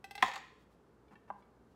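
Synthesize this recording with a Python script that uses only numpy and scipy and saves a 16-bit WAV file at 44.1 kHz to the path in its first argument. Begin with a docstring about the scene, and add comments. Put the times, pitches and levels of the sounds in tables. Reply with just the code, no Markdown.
"""A metal utensil clinks four times, is set down on a dish with a loud clack and rattles to rest.
A second later something is shifted with a brief scrape and a tap, then put down with a dull knock.
Each blow rings an object's modes; skids, scrapes and faint sleeve rustles are grainy noise.
The hard kitchen rings briefly over soft room air and a low appliance hum."""
import sys
import numpy as np
from scipy import signal
from scipy.fft import rfft, irfft
from scipy.io import wavfile

SR = 44100
rng = np.random.default_rng(int(sys.argv[2]) if len(sys.argv) > 2 else 0)


def persist_wave(psi):
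    """Save psi, clipped to +-1, as 16-bit WAV."""
    counts = np.round(np.clip(psi, -1, 1) * 32767).astype(np.int16)
    wavfile.write(sys.argv[1], SR, np.atleast_2d(counts).T)


N = 77175


def amp(db):
    """Decibels to gain."""
    return 10 ** (np.asarray(db) / 20)


def unit_rms(x):
    """Scale to unit rms."""
    return x / np.sqrt(np.mean(x ** 2) + 1e-20)


def curve_at(points, hz):
    """Interpolate on a log-frequency axis."""
    point_hz, value = np.transpose(points)
    return np.interp(np.log(hz + 1), np.log(point_hz + 1), value)


def add(mix, start_s, sound):
    """Mix a sound in at start_s."""
    part = mix[max(round(start_s * SR), 0):][:len(sound)]
    part += sound[:len(part)]


def coloured(noise, colour):
    """Shape a noise spectrum; unit rms out."""
    gain = amp(curve_at(colour, np.fft.rfftfreq(len(noise), 1 / SR)))
    return unit_rms(irfft(rfft(noise) * gain, len(noise)))


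def strikes(blows, modes, fine_colour, fine_db, fine_t60_s, rise_1khz_s, bass_lag_s=0):
    """Blows ring main modes plus a crowd of weak ones (decaying noise); soft contacts lose treble."""
    t, out = np.arange(2 ** 13) / SR, np.zeros(N)
    bin_hz = np.fft.rfftfreq(len(t), 1 / SR)
    octaves = np.log2(np.maximum(bin_hz, 200) / 1000)
    radiation = bin_hz ** 2 / np.hypot(bin_hz ** 2, 140 ** 2)  # small bodies: weak below 140 Hz
    mode_hz, mode_db, t60_s = np.transpose(modes)[:, :, None]
    khz = mode_hz / 1000
    age_s = np.maximum(t - bass_lag_s / np.maximum(khz, 1) ** 2, 0)
    polarity = (-1) ** np.arange(len(mode_hz))[:, None]
    attack = 1 - np.exp(-age_s * khz / rise_1khz_s)
    envelope = polarity * attack * amp(mode_db - 60 * age_s / t60_s)
    fine_envelope = amp(fine_db - 60 * t / fine_t60_s) * np.minimum(t / .0003, 1)
    for start_s, level_db, pitch, tilt_db, cutoff_hz in blows:
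        ring = (envelope * np.sin(2 * np.pi * mode_hz * pitch * age_s)).sum(0)
        ring += fine_envelope * coloured(rng.standard_normal(len(t)), fine_colour)
        contact = amp(tilt_db * octaves) / np.sqrt(1 + (bin_hz / cutoff_hz) ** 4)
        sound = irfft(rfft(ring) * contact * radiation)[:-256]  # trim FFT wrap-around
        add(out, start_s, amp(level_db) * sound)
    return out


def slides(strokes, colour, grain_db):
    """Friction: uneven tiny catches under an arched envelope."""
    t, out = np.arange(N) / SR, np.zeros(N)
    catches = rng.standard_normal(N) * amp(grain_db * np.minimum(rng.exponential(1, N), 4))
    grit = coloured(catches, colour)
    for start_s, length_s, level_db in strokes:
        progress = np.clip((t - start_s) / length_s, 0, 1)
        out += amp(level_db) * grit * np.sqrt(4 * progress * (1 - progress))
    return out


def background(air_db=-65.5):
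    """Steady appliance hum and soft room air."""
    hum_tones = [(58.5, -75.5), (119, -79.5)]  # (frequency [Hz], rms level [dB])
    air_colour = [(20, -32), (38, -28), (55, -8), (78, -4), (95, -9), (120, -4.5), (230, -3), (290, -6),
                  (420, -3), (600, -12), (1000, -13.5), (1500, -19.5), (2200, -29), (4000, -34.5),
                  (8000, -40), (13500, -45), (16000, -54)]  # (frequency [Hz], gain [dB])
    t = np.arange(N) / SR
    hum = sum(amp(db) * np.sqrt(2) * np.sin(2 * np.pi * (hz * t + rng.random())) for hz, db in hum_tones)
    return hum + amp(air_db) * coloured(rng.standard_normal(N), air_colour)


def utensil_clinks(spot_db=4, spot_width_oct=.22):
    """Light blows ring the utensil; each spot struck favours one band of its modes."""
    # (time [s], level [dB], pitch [ratio], tilt [dB/oct], contact cutoff [Hz], favoured band [Hz])
    blows = [(0.0420, -42.5, 1.0, 0, 15000, 2500), (0.1095, -43.5, 1.02, .4, 15000, 3000),
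             (0.1527, -41.5, 1.022, .8, 13000, 2200), (0.1785, -39.5, 1.04, .8, 4300, 3750)]
    modes = [(415, -13, .08), (783, 0.5, .08), (1170, -18, .07), (1552, -9, .07), (1993, -5, .065),
             (2590, -7, .055), (3215, -12, 0.045), (3510, -15, .045), (3870, -16, 0.047),
             (4090, -15.5, .06), (4620, -16, 0.046), (5280, -14.5, 0.041), (6165, -19, .055),
             (7750, -20, .055), (8650, -25, 0.053), (10430, -23.5, 0.066), (11700, -27, .06)]  # (frequency [Hz], level [dB], t60 [s])
    fine_colour = [(300, -9), (1200, -8.5), (3000, -2), (5000, -5), (7000, -10), (10000, -9), (13000, -8),
                   (16000, -11.5)]  # weak modes (frequency [Hz], gain [dB])
    bin_hz, out = np.fft.rfftfreq(N, 1 / SR), np.zeros(N)
    for *blow, spot_hz in blows:
        ring = strikes([blow], modes, fine_colour, fine_db=-13, fine_t60_s=.065, rise_1khz_s=.0012)
        octaves = np.log2((bin_hz + 1) / spot_hz)
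        boost_db = spot_db * np.exp(-(octaves / spot_width_oct) ** 2)
        out += irfft(rfft(ring) * amp(boost_db), N)
    return out


def rim_skid():
    """The utensil skids on the rim just before the clack."""
    strokes = [(.186, .04, -57)]  # (start [s], length [s], level [dB])
    colour = [(150, -6), (450, -4), (1100, -6), (2100, 0), (3000, -8), (4300, -8), (6000, -20),
              (16000, -30)]  # (frequency [Hz], gain [dB])
    return slides(strokes, colour, grain_db=3)


def dish_clack():
    """The utensil hits the dish and rebounds; low modes arrive later."""
    blows = [(0.2243, -17, 1.0, 0, 15000), (0.2353, -33, 1.05, 1, 9016), (0.2505, -38, 1.02, 3, 3000)]  # (time [s], level [dB], pitch [ratio], tilt [dB/oct], contact cutoff [Hz])
    modes = [(205, -19, .07), (272, -13, .045), (400, -16, 0.059), (685, -10, .035), (768.6, -3, .065),
             (951, -2, .027), (1045, -.5, .062), (1199.7, -9, .055), (1281, -11, .05), (1685, -7, .04),
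             (1790, -6, .035), (1905, -4.5, .03), (2050, -1, .011), (2120, -15, .05), (2513, -13, .045),
             (2621, -12, .04), (2870, -13, .025), (3415, -13, .055)]  # (frequency [Hz], level [dB], t60 [s])
    fine_colour = [(120, -12), (500, -7), (1000, 0), (1400, -4.5), (2000, 1), (3300, -3), (4500, -12),
                   (7500, -15.5), (9000, -22.5), (16000, -28)]  # weak modes (frequency [Hz], gain [dB])
    return strikes(blows, modes, fine_colour, fine_db=-7, fine_t60_s=.041, rise_1khz_s=.0012,
                   bass_lag_s=.001998)


def chatter(hits_per_s=700, spread_db=3, t60_s=.02):
    """Many tiny collisions as the utensil rocks between bounces."""
    contour = [(.228, -67), (.24, -43), (.29, -46), (.315, -58), (0.364, -56), (.40, -66), (.44, -83)]  # (time [s], level [dB])
    colour = [(100, -25), (400, -10), (850, 2.5), (1400, -6), (2000, -1), (3200, -7.5), (4400, -8),
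              (5500, -15), (7700, -14), (8500, -27), (16000, -32)]  # (frequency [Hz], gain [dB])
    t = np.arange(SR // 16) / SR
    hits = (rng.random(N) < hits_per_s / SR) * rng.choice([-1., 1.], N)
    hits *= amp(spread_db * np.minimum(rng.exponential(1, N), 2))
    ring = coloured(rng.standard_normal(len(t)), colour) * amp(-60 * t / t60_s)
    level_db = np.interp(np.arange(N) / SR, *np.transpose(contour), left=-200, right=-200)
    return amp(level_db) * unit_rms(signal.fftconvolve(hits, ring)[:N])


def counter_thud(start_s=.238, hz=121.5, level_db=-48, t60_s=.09):
    """The counter gives a little under the clack."""
    t, out = np.arange(SR // 3) / SR, np.zeros(N)
    swell = np.sin(np.pi / 2 * np.minimum(t * hz / 1.5, 1)) ** 2  # over 1.5 cycles
    add(out, start_s, amp(level_db - 60 * t / t60_s) * np.sin(2 * np.pi * hz * t) * swell)
    return out


def utensil_rattle():
    """The loose utensil bounces to rest on the dish."""
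    blows = [(0.2695, -40, 0.98, -2.5, 11000), (0.2810, -40, 1.025, -1, 7000),
             (0.2955, -37.5, .975, -2, 4000), (0.3150, -46, 0.98, 1, 7000), (0.3362, -46, 1.0, 1.5, 9000),
             (0.3445, -44, 0.98, -2.5, 6000), (0.3572, -43, 0.98, 1, 14000),
             (0.3615, -37.5, 0.99, -3, 6000), (0.3765, -50, 0.99, 1.5, 7000), (0.4110, -62, 0.99, 1, 5000)]  # (time [s], level [dB], pitch [ratio], tilt [dB/oct], contact cutoff [Hz])
    modes = [(556, -16, .1), (801, -0.5, .05), (882, -6, .05), (1044, -9, .06), (1168.4, -9, .07),
             (1807, -8.5, .05), (2680, -12, .035), (3700, -10, .05), (4400, -12.5, 0.045), (6850, -12, .05),
             (7720, -17, .07), (9520, -24, .06), (11750, -23, .05)]  # (frequency [Hz], level [dB], t60 [s])
    fine_colour = [(150, -32), (400, -14), (1000, 0.5), (2200, -1), (3200, -6), (4400, -6), (5500, -13),
                   (7700, -13), (8500, -23), (16000, -24)]  # weak modes (frequency [Hz], gain [dB])
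    return strikes(blows, modes, fine_colour, fine_db=-1.5, fine_t60_s=.046, rise_1khz_s=.0015)


def sleeve_rustles():
    """Sleeve cloth rubs faintly."""
    strokes = [(.585, 0.061, -80.5), (.70, .055, -81), (1.375, 0.043, -83.5), (1.70, .04, -84)]  # (start [s], length [s], level [dB])
    colour = [(300, -5), (1500, 2), (4000, 0), (8000, -5.5), (16000, -12)]  # (frequency [Hz], gain [dB])
    return slides(strokes, colour, grain_db=2.5)


def handling_taps():
    """Faint taps ring a handled object."""
    blows = [(1.082, -75, 1.3, 4, 5000), (1.109, -59, 1.02, -6, 3000), (1.155, -54, 1.003, 0, 2800),
             (1.279, -60, 1.0, -5, 3000), (1.423, -72, 1.27, 3, 4500)]  # (time [s], level [dB], pitch [ratio], tilt [dB/oct], contact cutoff [Hz])
    modes = [(195.3, -4.5, .15), (838, -8, .07), (1774, 1, 0.062), (2289, -11, 0.061), (2684, -5, 0.059),
             (3200, -14, 0.078), (3770, -16, .06)]  # (frequency [Hz], level [dB], t60 [s])
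    fine_colour = [(300, -3), (1200, 1), (3000, -11), (6000, -16), (16000, -27)]  # weak modes (frequency [Hz], gain [dB])
    return strikes(blows, modes, fine_colour, fine_db=-5.5, fine_t60_s=.047, rise_1khz_s=.00245)


def scrapes():
    """The object rubs briefly as it is shifted."""
    strokes = [(1.109, 0.04, -60.5), (1.276, .028, -63.5)]  # (start [s], length [s], level [dB])
    colour = [(100, -8), (190, 7), (450, -7), (850, 3), (1800, -10), (3500, -24), (8000, -31.5),
              (16000, -42.5)]  # (frequency [Hz], gain [dB])
    return slides(strokes, colour, grain_db=3)


def dull_knock():
    """The object is put down and bounces once; its strong modes die fast."""
    blows = [(1.3018, -24.5, 0.99, 0, 5000), (1.3068, -30, 0.98, -1.5, 2200)]  # (time [s], level [dB], pitch [ratio], tilt [dB/oct], contact cutoff [Hz])
    modes = [(204, -31, 0.23), (313, -18, .025), (586.4, -14, .018), (827, 0, 0.01626), (994, -5, 0.01715),
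             (1044.5, -20, .16), (1154, -12, 0.028), (1598, -19.5, 0.023), (2085, -31, 0.027),
             (2730, -38.5, .03)]  # (frequency [Hz], level [dB], t60 [s])
    fine_colour = [(200, -2), (900, 1), (1800, -13), (3500, -26.5), (8000, -39), (16000, -47)]  # weak modes (frequency [Hz], gain [dB])
    return strikes(blows, modes, fine_colour, fine_db=-19, fine_t60_s=.016, rise_1khz_s=.0011)


def kitchen_reverb(send, gain_db=-14, delay_s=.008, build_s=.012):
    """Dense reflections build up, then decay at each band's own rate."""
    decay = [(150, 0.0849), (500, .5), (1000, 0.5623), (2500, 0.6436), (5000, 0.61), (8000, 0.57),
             (16000, 0.57)]  # (frequency [Hz], t60 [s])
    colour = [(100, -3), (500, -1), (1000, -1), (2500, 1.5), (5000, 1), (7500, 0), (10000, -3.5),
              (16000, -5)]  # (frequency [Hz], gain [dB])
    t = np.arange(SR) / SR
    reflections = rng.choice([-1., 1.], SR) * (rng.random(SR) < .15)
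    hz, frame_s, bands = signal.stft(reflections, SR, nperseg=256)
    bands *= amp(curve_at(colour, hz)[:, None] - 60 * frame_s / curve_at(decay, hz)[:, None])
    onset = np.clip((t - delay_s) / build_s, 0, 1)
    tail = signal.istft(bands, SR, nperseg=256)[1][:SR] * onset
    return amp(gain_db) * signal.fftconvolve(send, tail / np.linalg.norm(tail))[:N]


def scene():
    """Mono mix; rustles and background bypass the reverb."""
    clinks = utensil_clinks()
    clatter = dish_clack() + utensil_rattle() + chatter() + counter_thud() + rim_skid()
    handling = handling_taps() + dull_knock() + scrapes()
    room = kitchen_reverb(clatter + amp(.5) * (clinks + handling))
    return (clinks + clatter + handling + room + sleeve_rustles() + background())[None]


def record(dry):
    """Steep low-pass at 15.9 kHz."""
    lowpass = signal.firwin(511, 15900, window=("kaiser", 9), fs=SR)
    return signal.oaconvolve(dry, lowpass[None], "same")


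dry = scene()
out = record(dry)
persist_wave(out)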